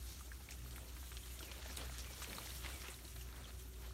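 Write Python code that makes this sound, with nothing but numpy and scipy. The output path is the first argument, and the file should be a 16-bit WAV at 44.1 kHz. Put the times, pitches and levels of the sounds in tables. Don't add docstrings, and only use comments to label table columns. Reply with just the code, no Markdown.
import sys
import numpy as np
from scipy import signal
from scipy.io import wavfile

SR = 44100
rng = np.random.default_rng(int(sys.argv[2]) if len(sys.argv) > 2 else 0)


def boost_factor(decibels):
    exponent = np.asarray(decibels, float) / 20
    return 10 ** exponent


def persist_wave(psi):
    counts = np.round(np.clip(psi, -1, 1) * 32767).astype(np.int16)
    wavfile.write(sys.argv[1], SR, np.atleast_2d(counts).T)


N = 173313


def in_time(rows):
    s, *columns = np.transpose(rows)
    return [np.interp(np.arange(N) / SR, s, c) for c in columns]


def rms_one(x):
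    return x / np.sqrt(np.mean(x ** 2) + 1e-20)


def drift(rate_hz):
    pole = np.exp(-80 * np.pi * rate_hz / SR)
    noise = rng.standard_normal(N // 40 + 2002)
    slow = signal.lfilter([1], [1, -2 * pole, pole * pole], noise)[2000:]
    return np.interp(np.arange(N) / 40, np.arange(len(slow)), rms_one(slow - slow.mean()))


def band_pass(low_hz, high_hz, x):
    return signal.sosfilt(signal.butter(2, [low_hz, high_hz], "band", fs=SR, output="sos"), x)


def grains(spectrum, per_s, spread_db, hiss, patchy_db, clump_db):
    points_hz, points_db = np.transpose(spectrum)
    octaves = np.log2(points_hz[-1] / points_hz[0])
    edges_hz = points_hz[0] * 2 ** np.arange(0, octaves + .3, 1 / 3)
    clump = drift(16) + .6 * drift(50)
    sizes = boost_factor(spread_db * np.minimum(rng.exponential(1, N), 3.2)) * rng.choice([-1, 1], N)
    clicks = rms_one(sizes * (rng.random(N) < per_s * boost_factor(clump_db * clump) / SR))
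    place = rng.uniform(0, len(edges_hz), N)
    white = rng.standard_normal((2, N))
    out = 0
    for k, (low, high) in enumerate(zip(edges_hz, np.minimum(edges_hz[1:], 19000))):
        reach = np.exp(-.5 * ((place - k) / 2.25) ** 2)
        band = band_pass(low, high, rms_one(clicks * reach) + hiss * white[k % 2])
        db = np.interp(np.log(low * high) / 2, np.log(points_hz), points_db)
        out = out + band * boost_factor(db + patchy_db * (drift(16.6) + 0.45 * clump))
    return rms_one(out)


def blows(rows, cycles, crack_db):
    size, crunch_t60_s, contact_cycles = 8000, .07, 1
    out, t = np.zeros(N + size), np.arange(size) / SR
    for s, db, hz, crunch_db in rows:
        draw, noise = rng.uniform(0, 1, 2), rng.standard_normal(size)
        crack = signal.lfilter(*signal.butter(1, min(hz * 4.3, 15000), fs=SR), noise)
        hit = boost_factor(crack_db) * crack * np.exp(-t / 0.0018)
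        modes = [(1, 1), (0.784 + 0.044 * draw[0], .5), (1.053 + 0.48 * draw[1], .4)]
        for ratio, share in modes:
            ring = np.sin(2 * np.pi * min(hz * ratio, 15000) * t)
            hit = hit + share * ring * boost_factor(-60 * t * hz / cycles)
        rough = noise * np.minimum(noise[::-1] ** 2, 4.)
        crunch = rms_one(band_pass(hz * 0.56, min(hz * 1.94, 15500), rough))
        hit = .8 * hit + boost_factor(crunch_db - 5 - 60 * t / crunch_t60_s) * crunch
        onset = 1 - np.exp(-(t * hz / contact_cycles) ** 2)
        start = int(s * SR)
        out[start:start + size] += boost_factor(db) * hit * onset
    return out[:N]


def rooting():
    # start_s, level_db
    effort = [
        (0.0, -67.5),
        (0.43, -66),
        (1.2, -63),
        (1.64, -57),
        (2.52, -60),
        (2.8, -58),
        (2.93, -64),
        (3.44, -63.5),
        (3.6, -68.5),
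        (3.93, -64.5),
    ]
    # freq_hz, level_db per Hz
    soil_spectrum = [(600, -11), (1300, 0.5), (2500, -0.5), (4000, -1), (7000, -4.5), (16000, -23)]
    # freq_hz, level_db per Hz
    tread_spectrum = [(90, -3.5), (250, -4), (600, -7), (2000, -26)]
    soil_db, = in_time(effort)
    soil = grains(soil_spectrum, per_s=900, spread_db=4.0, hiss=0.95, patchy_db=2.3, clump_db=2.5)
    tread = grains(tread_spectrum, per_s=150, spread_db=0.0, hiss=0.59, patchy_db=2.0, clump_db=5.5)
    return boost_factor(soil_db + 0.24) * soil + boost_factor(.5 * soil_db - 34.5) * tread


def brushing():
    # start_s, level_db
    effort = [(0.0, -58), (0.16, -59), (0.48, -62), (1.05, -60), (1.29, -58.5), (1.61, -61.5),
              (2.44, -54.5), (2.76, -56.5), (2.92, -58.5), (3.28, -62), (3.79, -63), (3.93, -63.5)]
    # freq_hz, level_db per Hz
    leaf_spectrum = [(700, -7), (3000, 0.5), (6000, 1.5), (9000, 4), (13000, 1.5), (17000, -4.5)]
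    brush_db, = in_time(effort)
    leaves = grains(leaf_spectrum, per_s=2200, spread_db=1.0, hiss=1.2, patchy_db=1.57, clump_db=4.0)
    return boost_factor(brush_db + 1.0) * leaves


def snaps():
    # start_s, peak_db, pitch_hz, crunch_db (re the snap)
    events = [(0.318, -55, 1720, -1), (0.488, -37, 2300, -11), (0.509, -32, 6700, -32),
              (0.709, -46, 4580, -4), (0.76, -41.5, 2100, -9), (0.965, -50.5, 1520, -0.5),
              (1.028, -48.5, 1140, -2), (1.117, -40.5, 1614, -6), (1.169, -37, 3170, -6),
              (1.391, -41, 3770, -6), (1.428, -37.5, 3000, -10.5), (1.514, -41, 2800, -3),
              (1.651, -46, 1850, -28), (1.772, -27.5, 3720, -33), (1.983, -37.5, 6060, -7),
              (2.045, -38, 2967, -18), (2.219, -40.5, 1206, -2.5), (2.33, -31.5, 2260, -16),
              (2.383, -33, 1180, -31), (2.505, -37.5, 3930, -21), (2.661, -30, 2090, -16),
              (2.883, -34.5, 2640, -15), (2.99, -43, 2160, -20), (3.051, -42, 4205, -16),
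              (3.078, -51, 3960, -27), (3.16, -51, 1310, 2.5), (3.21, -63, 2860, -15),
              (3.288, -45.5, 2747, -20), (3.326, -45, 1349, -18), (3.443, -63, 3330, -32)]
    return blows(events, cycles=24., crack_db=-9)


def knocks():
    # start_s, peak_db, pitch_hz
    events = [(0.781, -43, 1380), (1.427, -46.5, 322), (1.427, -47, 940), (1.657, -41, 622),
              (1.7703, -27.5, 8600), (1.834, -46, 550), (1.894, -44.5, 677), (2.244, -33.5, 2600),
              (2.345, -45.5, 222), (2.819, -39, 2200), (2.861, -41, 1240), (2.884, -41, 362)]
    return blows([(s, db, hz, -14) for s, db, hz in events], cycles=22., crack_db=-19)


def scuffs():
    # start_s, length_s, level_db, pitch_hz
    events = [(.06, 0.23, -58.5, 5060), (0.507, 0.047, -55, 6000), (0.714, 0.091, -62, 8500),
              (.72, 0.32, -64.5, 494), (1.33, 0.096, -58.5, 8950), (1.491, 0.043, -63.5, 2500),
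              (1.561, 0.1, -59.5, 510), (1.765, 0.069, -53.5, 9350), (1.77, 0.13, -56, 450),
              (1.775, 0.12, -52.5, 2450), (1.987, 0.049, -52, 5576), (2.22, 0.041, -51.5, 7250),
              (2.218, 0.032, -51, 3510), (2.12, 0.027, -58, 3494), (2.448, 0.055, -55, 4500),
              (0.759, 0.024, -55, 11500), (3.78, .15, -66, 691), (3.21, .015, -55, 7000),
              (2.24, 0.38, -58, 1840), (2.267, 0.28, -57.5, 350), (2.622, 0.17, -53.5, 2070),
              (2.633, 0.29, -60.5, 456), (2.836, 0.14, -54, 1780), (2.898, 0.049, -52.5, 8600),
              (3.33, 0.24, -62, 1095), (3.82, 0.11, -62.5, 1890)]
    out = np.zeros(N)
    for s, length_s, db, hz in events:
        n, draw = int(length_s * SR), rng.standard_normal((3, SR // 2))
        bursts = (draw[1] > 1.9) * np.minimum(np.abs(draw[2]), 1.6) * 1.45
        rough = draw[0] * (0.3 + bursts)
        litter = band_pass(max(hz * 0.42, hz - 1600), min(hz * 1.8, hz + 1900), rough)
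        swell = np.sin(np.pi * np.linspace(0, 1, n) ** 0.34)
        start = int(s * SR)
        out[start:start + n] += boost_factor(db) * swell * rms_one(litter)[:n]
    return out


def crackle():
    # start_s, peak_db, pitch_hz
    events = [(0.3297, -48, 1587), (0.5103, -47, 2010), (0.5208, -42, 2560), (0.5208, -49, 8000),
              (0.6604, -47, 1250), (0.7263, -49, 4030), (0.7306, -53, 3174), (1.128, -48, 3174),
              (1.2344, -52, 1270), (1.3474, -51, 10000), (1.4289, -49, 1000), (1.5146, -47, 997),
              (1.519, -42, 3174), (1.58, -48, 4000), (1.5904, -50, 2519), (1.7103, -46, 2507),
              (1.8136, -52, 3174), (1.8149, -50, 500), (1.8318, -46, 500), (1.8962, -41.5, 2020),
              (2.071, -45.5, 1259), (2.2249, -50, 7800), (2.2324, -44, 8000), (2.2973, -42, 4030),
              (2.3495, -41, 5039), (2.3683, -42.5, 4010), (2.3836, -39.5, 4000), (2.4114, -45, 1587),
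              (2.4195, -43, 2519), (2.4564, -49, 5039), (2.4589, -43, 820), (2.4724, -42.5, 2050),
              (2.4908, -43, 4030), (2.505, -42.5, 4040), (2.5156, -46, 2000), (2.65, -39, 2000),
              (2.7016, -40, 1587), (2.8256, -46, 1990), (2.8346, -44, 1980), (2.8595, -54, 1240),
              (2.9114, -48, 8000), (2.9421, -44.5, 4040), (3.0777, -56, 3915), (3.1623, -47, 4000),
              (3.2124, -59, 6349), (3.327, -49, 4050), (3.8752, -49, 630.5), (3.9081, -47, 1259)]
    size, cycles, min_t60_s, gain_db = 2000, 14., 0.0084, 1.5
    out, t = np.zeros(N + size), np.arange(size) / SR
    for (s, db, hz), (spread, turn) in zip(events, rng.uniform(0, 1, (len(events), 2))):
        lower = np.sin(2 * np.pi * .95 * hz * t)
        upper = np.sin(2 * np.pi * ((1.04 + .1 * spread) * hz * t + turn))
        decay = boost_factor(db + gain_db - 60 * t / max(cycles / hz, min_t60_s))
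        onset = 1 - np.exp(-t * hz / 1.1)
        start = int(s * SR)
        out[start:start + size] += decay * (lower + .7 * upper) * onset
    return out[:N]


def ticks():
    # start_s, peak_db, pitch_hz
    events = [(.209, -49, 1210), (.3175, -42, 1620), (1.235, -51, 3200), (1.4065, -46, 1400),
              (1.813, -47, 3200), (2.384, -47, 4100), (3.05, -52, 4110), (3.078, -52, 3900),
              (3.163, -52, 4200), (3.211, -48, 2800), (3.362, -52, 3200), (3.443, -47, 3360),
              (3.455, -48, 3100)]
    size, t60_s, onset_s = 4000, .028, .0005
    out, t = np.zeros(N + size), np.arange(size) / SR
    for s, db, hz in events:
        pair = np.sin(2 * np.pi * hz * t) + .6 * np.sin(2 * np.pi * 1.09 * hz * t)
        start = int(s * SR)
        out[start:start + size] += boost_factor(db - 60 * t / t60_s) * pair * (1 - np.exp(-t / onset_s))
    return out[:N]


def engine():
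    # start_s, firing_hz, level_db, second_order_db
    run = [(0.0, 61.9, -47, -84), (0.19, 60.8, -55.5, -80), (0.36, 61.1, -53, -84), (0.46, 62.3, -58, -70),
           (0.52, 61.24, -55, -90), (0.61, 62, -50, -59), (0.79, 61, -52.5, -63), (0.94, 61.45, -52, -75),
           (1.68, 61.28, -53.5, -71), (1.87, 61.2, -49, -61), (2.36, 60.7, -56.5, -69.5),
           (2.54, 61.61, -51, -62), (2.91, 62.46, -56, -70), (2.94, 60.8, -55, -63),
           (3.03, 60.63, -56.5, -80), (3.16, 59.9, -53, -58.5), (3.69, 60.2, -53, -77.5),
           (3.93, 59.3, -48.5, -62)]
    # multiple of firing rate, level_db (re the run)
    fixed_orders = [(1, 0.5), (1.42, -20.5)]
    # start_s, level_db
    hum = [
        (0, -75.5),
        (1.3, -76),
        (2.55, -80),
        (2.68, -66),
        (2.95, -74.5),
        (3.93, -69),
    ]
    hum_hz, hum_wander_rad, jitter_rad = 377, .9, 0.39
    firing_hz, db, second_db = in_time(run)
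    phase = 2 * np.pi * np.cumsum(firing_hz) / SR + jitter_rad * drift(7.5)
    hum_phase = 2 * np.pi * hum_hz * np.arange(N) / SR + hum_wander_rad * drift(4)
    pipe = boost_factor(2 * drift(6)) * np.sin(hum_phase)
    out = boost_factor(in_time(hum)[0]) * rms_one(pipe)
    for k, order_db in [*fixed_orders, (2, second_db - db)]:
        out = out + np.sqrt(2) * boost_factor(db + order_db) * np.sin(k * phase)
    return out


def bird():
    # start_s, length_s, start_hz, end_hz, level_db
    whistles = [
        (1.388, .155, 3700, 2220, -65.5),
        (2.05, .11, 2460, 2260, -66),
        (2.72, .07, 2360, 2240, -63),
    ]
    bend, flutter_db, breath_rad = 1.7, 4.5, .7
    out = np.zeros(N)
    flutter = boost_factor(flutter_db * np.clip(drift(35), -3, 1))
    breath = breath_rad * drift(60)
    for s, length_s, from_hz, to_hz, db in whistles:
        n, start = int(length_s * SR), int(s * SR)
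        now = slice(start, start + n)
        glide_hz = to_hz + (from_hz - to_hz) * np.linspace(1, 0, n) ** bend
        tone = np.sin(2 * np.pi * np.cumsum(glide_hz) / SR + breath[now])
        out[now] += np.sqrt(2) * boost_factor(db) * np.hanning(n) ** .2 * tone
    return out * flutter


def air():
    # freq_hz, level_db per Hz
    air_spectrum = [(15, -30), (25, -7.5), (70, -2), (167, -16), (375, -21), (476, -59.5), (1500, -27),
                    (1950, -89), (3300, -120)]
    return boost_factor(-58) * grains(air_spectrum, per_s=1200, spread_db=0.0, hiss=20.0, patchy_db=1.2, clump_db=-4.0)


def scene():
    animals = rooting() + brushing() + snaps() + knocks() + scuffs() + crackle() + ticks()
    background = engine() + bird() + air()
    return (animals + background)[None]


def band_limit(x):
    return signal.sosfilt(signal.butter(12, 15730, fs=SR, output="sos"), x)


def record(dry):
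    # freq_hz, width_hz, depth (0-1)
    dips = [(4900, 350, .4), (7600, 600, .35), (10450, 900, .45)]
    x = signal.sosfilt(signal.butter(5, 43, "high", fs=SR, output="sos"), dry)
    x = signal.sosfilt(signal.ellip(10, .3, 60, 15750, fs=SR, output="sos"), x)
    for hz, width_hz, depth in dips:
        x = x - depth * signal.lfilter(*signal.iirpeak(hz, hz / width_hz, fs=SR), x)
    return band_limit(x)


dry = scene()
out = record(dry)
persist_wave(out)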